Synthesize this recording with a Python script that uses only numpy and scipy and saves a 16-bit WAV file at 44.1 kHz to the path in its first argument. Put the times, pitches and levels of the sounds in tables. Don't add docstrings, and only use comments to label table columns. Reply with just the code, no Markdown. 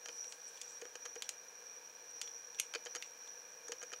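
import sys
import numpy as np
from scipy import signal
from scipy.fft import rfft, irfft
from scipy.io import wavfile
from scipy.ndimage import uniform_filter1d

SR = 44100
rng = np.random.default_rng(int(sys.argv[2]) if len(sys.argv) > 2 else 0)


def put_to_file(sound):
    columns = np.atleast_2d(sound).T
    safe = np.clip(columns, -1, 1)
    whole_steps = np.round(safe * 32767)
    wavfile.write(sys.argv[1], SR, whole_steps.astype(np.int16))


N = 176400
SIZE = 8192
T, HZ = np.arange(SIZE) / SR, np.fft.rfftfreq(SIZE, 1 / SR)
SHARP_ATTACK_S, SLIDING_ATTACK_S = 0.0004, 0.00061
SNAP_T60_S, RING_T60_S = 0.0062, 0.0078
FIRM_DB, FIRM_TICK_DB = -44.5, -43.5


def amp(db):
    return 10 ** (np.asarray(db) / 20)


def along(points, hz):
    freqs, values = np.transpose(points)
    return np.interp(np.log(hz + 1), np.log(freqs + 1), values)


def noise(gain):
    x = irfft(rfft(rng.standard_normal(N)) * gain(np.fft.rfftfreq(N, 1 / SR)), N)
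    return x / x.std()


def minimum_phase(gain):
    cepstrum = irfft(np.log(gain))
    cepstrum[1:SIZE // 2] *= 2
    cepstrum[SIZE // 2 + 1:] = 0
    return np.exp(rfft(cepstrum))


def colour(points):
    return minimum_phase(amp(along(points, HZ)))


def modes(rows, pitch=1):
    return sum((-1) ** k * amp(db) * 1j * HZ * width / ((hz * pitch) ** 2 - HZ ** 2 + 1j * HZ * width)
               for k, (hz, width, db) in enumerate(rows))


def contact(t60_s, attack_s):
    burst = rfft(rng.standard_normal(SIZE) * amp(-60 * T / t60_s) * (1 - np.exp(-T / attack_s)))
    power = np.abs(uniform_filter1d(np.abs(burst) ** 2, int(300 * SIZE / SR)))
    return burst * minimum_phase((power + 1e-12) ** -.5)


def add(track, time_s, db, spectrum):
    x, start = irfft(spectrum), int(time_s * SR)
    x = x * np.sqrt(0.0031 * SR / np.sum(x ** 2))
    track[start:start + SIZE] += amp(db) * x[:N - start]


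def echo(x, t60s):
    hz, t, bands = signal.stft(rng.standard_normal(SR // 2), SR, nperseg=256)
    tail = signal.istft(bands * amp(-60 * t / along(t60s, hz)[:, None]), SR, nperseg=256)[1]
    tail = np.pad(tail, (SR // 400, 0))
    return signal.fftconvolve(x, tail / np.linalg.norm(tail))[:N]


# (frequency [Hz], relative level [dB])
HISS_COLOUR = [(25, -16), (60, -18), (150, -9.5), (300, -3), (400, -2.5), (650, 3.5), (1150, 2),
               (1400, -3.5), (2050, -3.5), (2800, -3), (4500, -8), (5400, -3), (6150, -4.5), (6700, 0),
               (7100, -9.5), (7800, -9.5), (10000, -11.5), (15800, -13)]
# (centre [Hz], half-width [Hz], rms level [dB])
HUM_BANDS = [(485, 40.3, -68), (939, 29, -77), (1630, 182, -68), (2399, 82, -70.5), (4170, 300, -77.5)]
# (time [s], level [dB])
WHINE_LEVELS = [(0.0, -57.5), (0.19, -47.5), (0.39, -58), (0.47, -50), (0.55, -57), (0.76, -53),
                (0.91, -57.5), (1.08, -53.5), (1.35, -58), (1.73, -53), (1.88, -58.5), (2.33, -48.5),
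                (2.41, -52.5), (2.81, -55), (3.0, -53), (3.14, -57.5), (3.26, -51), (3.53, -56),
                (3.87, -53.5), (3.99, -55)]


def room_tone():
    hiss = amp(-63) * noise(lambda hz: amp(along(HISS_COLOUR, hz)))
    hum = sum(amp(db) * noise(lambda hz: 1 / (1 + ((hz - centre) / half_width) ** 2))
              for centre, half_width, db in HUM_BANDS)
    whine_hz, half_width_hz = 5764, 117.5
    whine = noise(lambda hz: 1 / (1 + ((hz - whine_hz) / half_width_hz) ** 2))
    level_db = np.interp(np.arange(N) / SR, *np.transpose(WHINE_LEVELS))
    flutter_db = 1.23 * noise(lambda hz: hz < 14)
    return hiss + hum + whine * amp(level_db + flutter_db)


# (frequency [Hz], T60 [s])
ROOM_DECAY = [(7000, .17), (15000, .08)]


def reflections(turning, sharp):
    near = amp(-10.5) * echo(sharp, t60s=[(1000, 0.019)])
    room = echo(amp(-16) * turning + amp(-11) * sharp, ROOM_DECAY)
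    return near + signal.lfilter(*signal.butter(2, 9700, fs=SR), room)


# (peak time [s], half-length [s], level [dB], centre [Hz], half-width [octaves])
FINGER_STROKES = [(0.152, 0.11, -67.5, 6460, 0.72), (0.316, 0.064, -63, 7600, 0.36),
                  (0.486, 0.015, -58.5, 8100, 0.27), (0.62, 0.38, -66, 4800, 0.9),
                  (0.71, .05, -62, 6800, 0.31), (2.108, 0.0037, -60.5, 8340, 0.11),
                  (3.067, 0.016, -63.5, 7040, 0.19)]


def fingers():
    t, out = np.arange(N) / SR, np.zeros(N)
    for time_s, half_length_s, db, centre_hz, octaves in FINGER_STROKES:
        band = noise(lambda hz: 1 / (1 + (np.log2((hz + 1) / centre_hz) / octaves) ** 4))
        out += amp(db) * np.exp(-2 * ((t - time_s) / half_length_s) ** 2) * band
    grain_db = 2 * noise(lambda hz: hz < 300)
    return out * amp(grain_db)


# (time [s], low level [dB], middle level [dB], top level [dB], ping level [dB])
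SNAPS = [(0.2434, -53, -52, -92, -60), (0.323, -49, -46.5, -82, -53.5), (0.574, -58, -54, -86, -59),
         (0.615, -49.5, -40, -56, -51.5), (1.2219, -41, -40, -48.5, -42), (1.2917, -41, -35, -44.5, -58),
         (2.2148, -41, -37.5, -48, -43), (2.2174, -64, -44, -55, -58), (2.275, -52, -55, -83, -52.5),
         (2.546, -57.5, -56, -88, -59), (3.2746, -58, -59, -88, -60)]
# (frequency [Hz], relative level [dB])
SNAP_LOW = [(100, -56), (300, -26), (500, -9.5), (800, -13), (1600, -7), (2400, -2.5), (3200, -2),
            (3700, -2), (4300, 0), (5500, -16), (11000, -82)]
SNAP_MIDDLE = [(2000, -53), (4200, -8), (5200, 3), (5900, -2.5), (6500, 4), (7200, 3), (7900, -2.5),
               (8600, -4), (9800, -14.5), (11000, -22), (14000, -78)]
SNAP_TOP = [(6000, -24), (9600, 3), (10900, -17), (12300, -5), (14000, -17), (15300, -11), (16200, -31)]
# (frequency [Hz], width [Hz], relative level [dB])
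PING_MODES = [(3080, 130, -1), (3440, 130, 4), (4180, 170, -6)]


def loose_parts():
    out, registers = np.zeros(N), [colour(c) for c in (SNAP_LOW, SNAP_MIDDLE, SNAP_TOP)]
    for time_s, *levels, ping_db in SNAPS:
        for db, register in zip(levels, registers):
            add(out, time_s, db, register * contact(SNAP_T60_S, SHARP_ATTACK_S))
        add(out, time_s, ping_db, modes(PING_MODES) * contact(RING_T60_S, SHARP_ATTACK_S))
    return out


# (time [s], ring level [dB], crack level [dB], pitch [ratio], tilt [dB/octave])
BAR_BLOWS = [(2.587, -47, -56, 0.85, -12), (2.5895, -48, -59, 0.91, 0), (2.5982, -26.5, -34, 0.95, 2.5),
             (3.024, -41.5, -42.5, 0.89, -25)]
# (frequency [Hz], width [Hz], relative level [dB])
BAR_MODES = [(2200, 310, 0.5), (3230, 530, 7.5), (4180, 600, 1), (6210, 340, 9), (6830, 500, 8.5),
             (9040, 260, 4), (10800, 630, -2.5), (11580, 700, 1), (14300, 600, -14)]
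# (frequency [Hz], relative level [dB])
CRACK_COLOUR = [(150, -72), (1200, -6), (2500, 2), (4200, 4), (6500, 1.5), (8500, -6.5), (12000, -13),
                (15500, -23)]


def bar():
    out, crack = np.zeros(N), colour(CRACK_COLOUR)
    for time_s, ring_db, crack_db, pitch, tilt_db in BAR_BLOWS:
        ring = modes(BAR_MODES, pitch) * amp(tilt_db * np.log2(np.maximum(HZ / 3000, 1)))
        add(out, time_s, ring_db, ring * contact(RING_T60_S, SLIDING_ATTACK_S))
        add(out, time_s, crack_db, crack * contact(SNAP_T60_S, SHARP_ATTACK_S))
    return out


# (time [s], level [dB])
SEATINGS = [(0.088, -46.5), (0.822, -41.5), (.853, -48.5), (0.955, -48.5), (1.058, -49.5), (1.162, -42.5),
            (2.7544, -40.5), (2.86, -45), (2.957, -44.5), (3.6936, -41.5), (3.7232, -43.5), (3.829, -45.5),
            (3.928, -45.5)]
# (frequency [Hz], relative level [dB])
PUSH_COLOUR = [(100, -46), (220, -24), (295, -10), (430, -0.5), (800, -17.5), (4000, -106)]


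def case():
    out, push = np.zeros(N), colour(PUSH_COLOUR)
    rise_s, hold_s, t60_s = .004, .015, .05
    note_hz, sag_hz_per_db, bend_hz_per_s = 471.6, 2.5, 820
    envelope = (1 - np.exp(-T / rise_s)) * amp(-60 * np.maximum(T - hold_s, 0) / t60_s)
    for time_s, db in SEATINGS:
        start_hz = note_hz - sag_hz_per_db * (db - FIRM_DB)
        note = envelope * np.sin(2 * np.pi * (start_hz + bend_hz_per_s * T / 2) * T)
        add(out, time_s, db - 10, push)
        add(out, time_s, db, rfft(note))
    return out


def dulling(db, firm_db, corner_hz):
    return amp(0.91 * min(db - firm_db, 0) * np.log2(np.maximum(HZ / corner_hz, 1)))


# (time [s], knock level [dB], tick level [dB])
NOTCHES = [(0.058, -46, -46.5), (0.0848, -48.5, -47), (0.09, -47, -56), (0.8143, -58, -47.5),
           (0.818, -49.5, -52), (0.853, -52.5, -55), (0.954, -47, -46), (1.054, -47, -44.5),
           (1.0592, -50, -54), (1.1554, -56.5, -48), (1.16, -51.5, -64), (2.738, -41.5, -47),
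           (2.7485, -39, -45.5), (2.751, -44, -44), (2.756, -40, -54), (2.852, -72, -45.5),
           (2.859, -46.5, -48), (2.866, -49, -57), (2.868, -46.5, -74), (2.95, -43.5, -40.5),
           (2.9575, -47, -40), (2.964, -45, -47), (2.968, -55, -57), (3.683, -51.5, -44),
           (3.7194, -43.5, -39), (3.725, -49.5, -71), (3.8167, -50.5, -57), (3.827, -52, -46.5),
           (3.8325, -51, -46.5), (3.918, -54, -67), (3.927, -52.5, -53), (3.932, -65, -46),
           (3.934, -43, -61)]
# (frequency [Hz], width [Hz], relative level [dB])
BODY_MODES = [(1225, 60, -4), (1380, 110, -4), (1650, 90, 0), (1850, 130, -4), (2250, 110, -4),
              (2465, 80, 2), (3070, 120, 4), (4380, 150, -5), (4650, 130, -1)]
# (frequency [Hz], relative level [dB])
GRIT_COLOUR = [(150, -65), (330, -9), (600, -2), (1000, -8), (1300, -1), (3500, -9), (5400, -2.5),
               (7000, -23), (16000, -58)]
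TICK_COLOUR = [(500, -29), (3000, -32), (5300, -11), (5750, -12), (6100, -4.5), (6500, 4), (7100, -8),
               (7600, -11.5), (8000, -12.5), (8800, -19.5), (10400, -17.5), (12000, -26), (16000, -43)]


def dials():
    out, grit, tick = np.zeros(N), colour(GRIT_COLOUR), colour(TICK_COLOUR)
    body_t60_s, grit_t60_s, tick_t60_s = .008, .019, .013
    for time_s, knock_db, tick_db in NOTCHES:
        knock_tilt = dulling(knock_db, FIRM_DB, corner_hz=1800)
        tick_tilt = dulling(tick_db, FIRM_TICK_DB, corner_hz=7000)
        body = modes([(hz, width, db + rng.normal(0, 3)) for hz, width, db in BODY_MODES])
        add(out, time_s, knock_db, body * knock_tilt * contact(body_t60_s, SHARP_ATTACK_S))
        add(out, time_s, knock_db - 0.5, grit * knock_tilt * contact(grit_t60_s, SLIDING_ATTACK_S))
        add(out, time_s, tick_db, tick * tick_tilt * contact(tick_t60_s, SLIDING_ATTACK_S))
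    return out


def scene():
    turning = dials() + case()
    sharp = loose_parts() + bar()
    return (turning + sharp + reflections(turning, sharp) + fingers() + room_tone())[None]


def record(dry):
    limit_hz = 15780
    return irfft(rfft(dry) * (np.fft.rfftfreq(N, 1 / SR) < limit_hz), N)


dry = scene()
out = record(dry)
put_to_file(out)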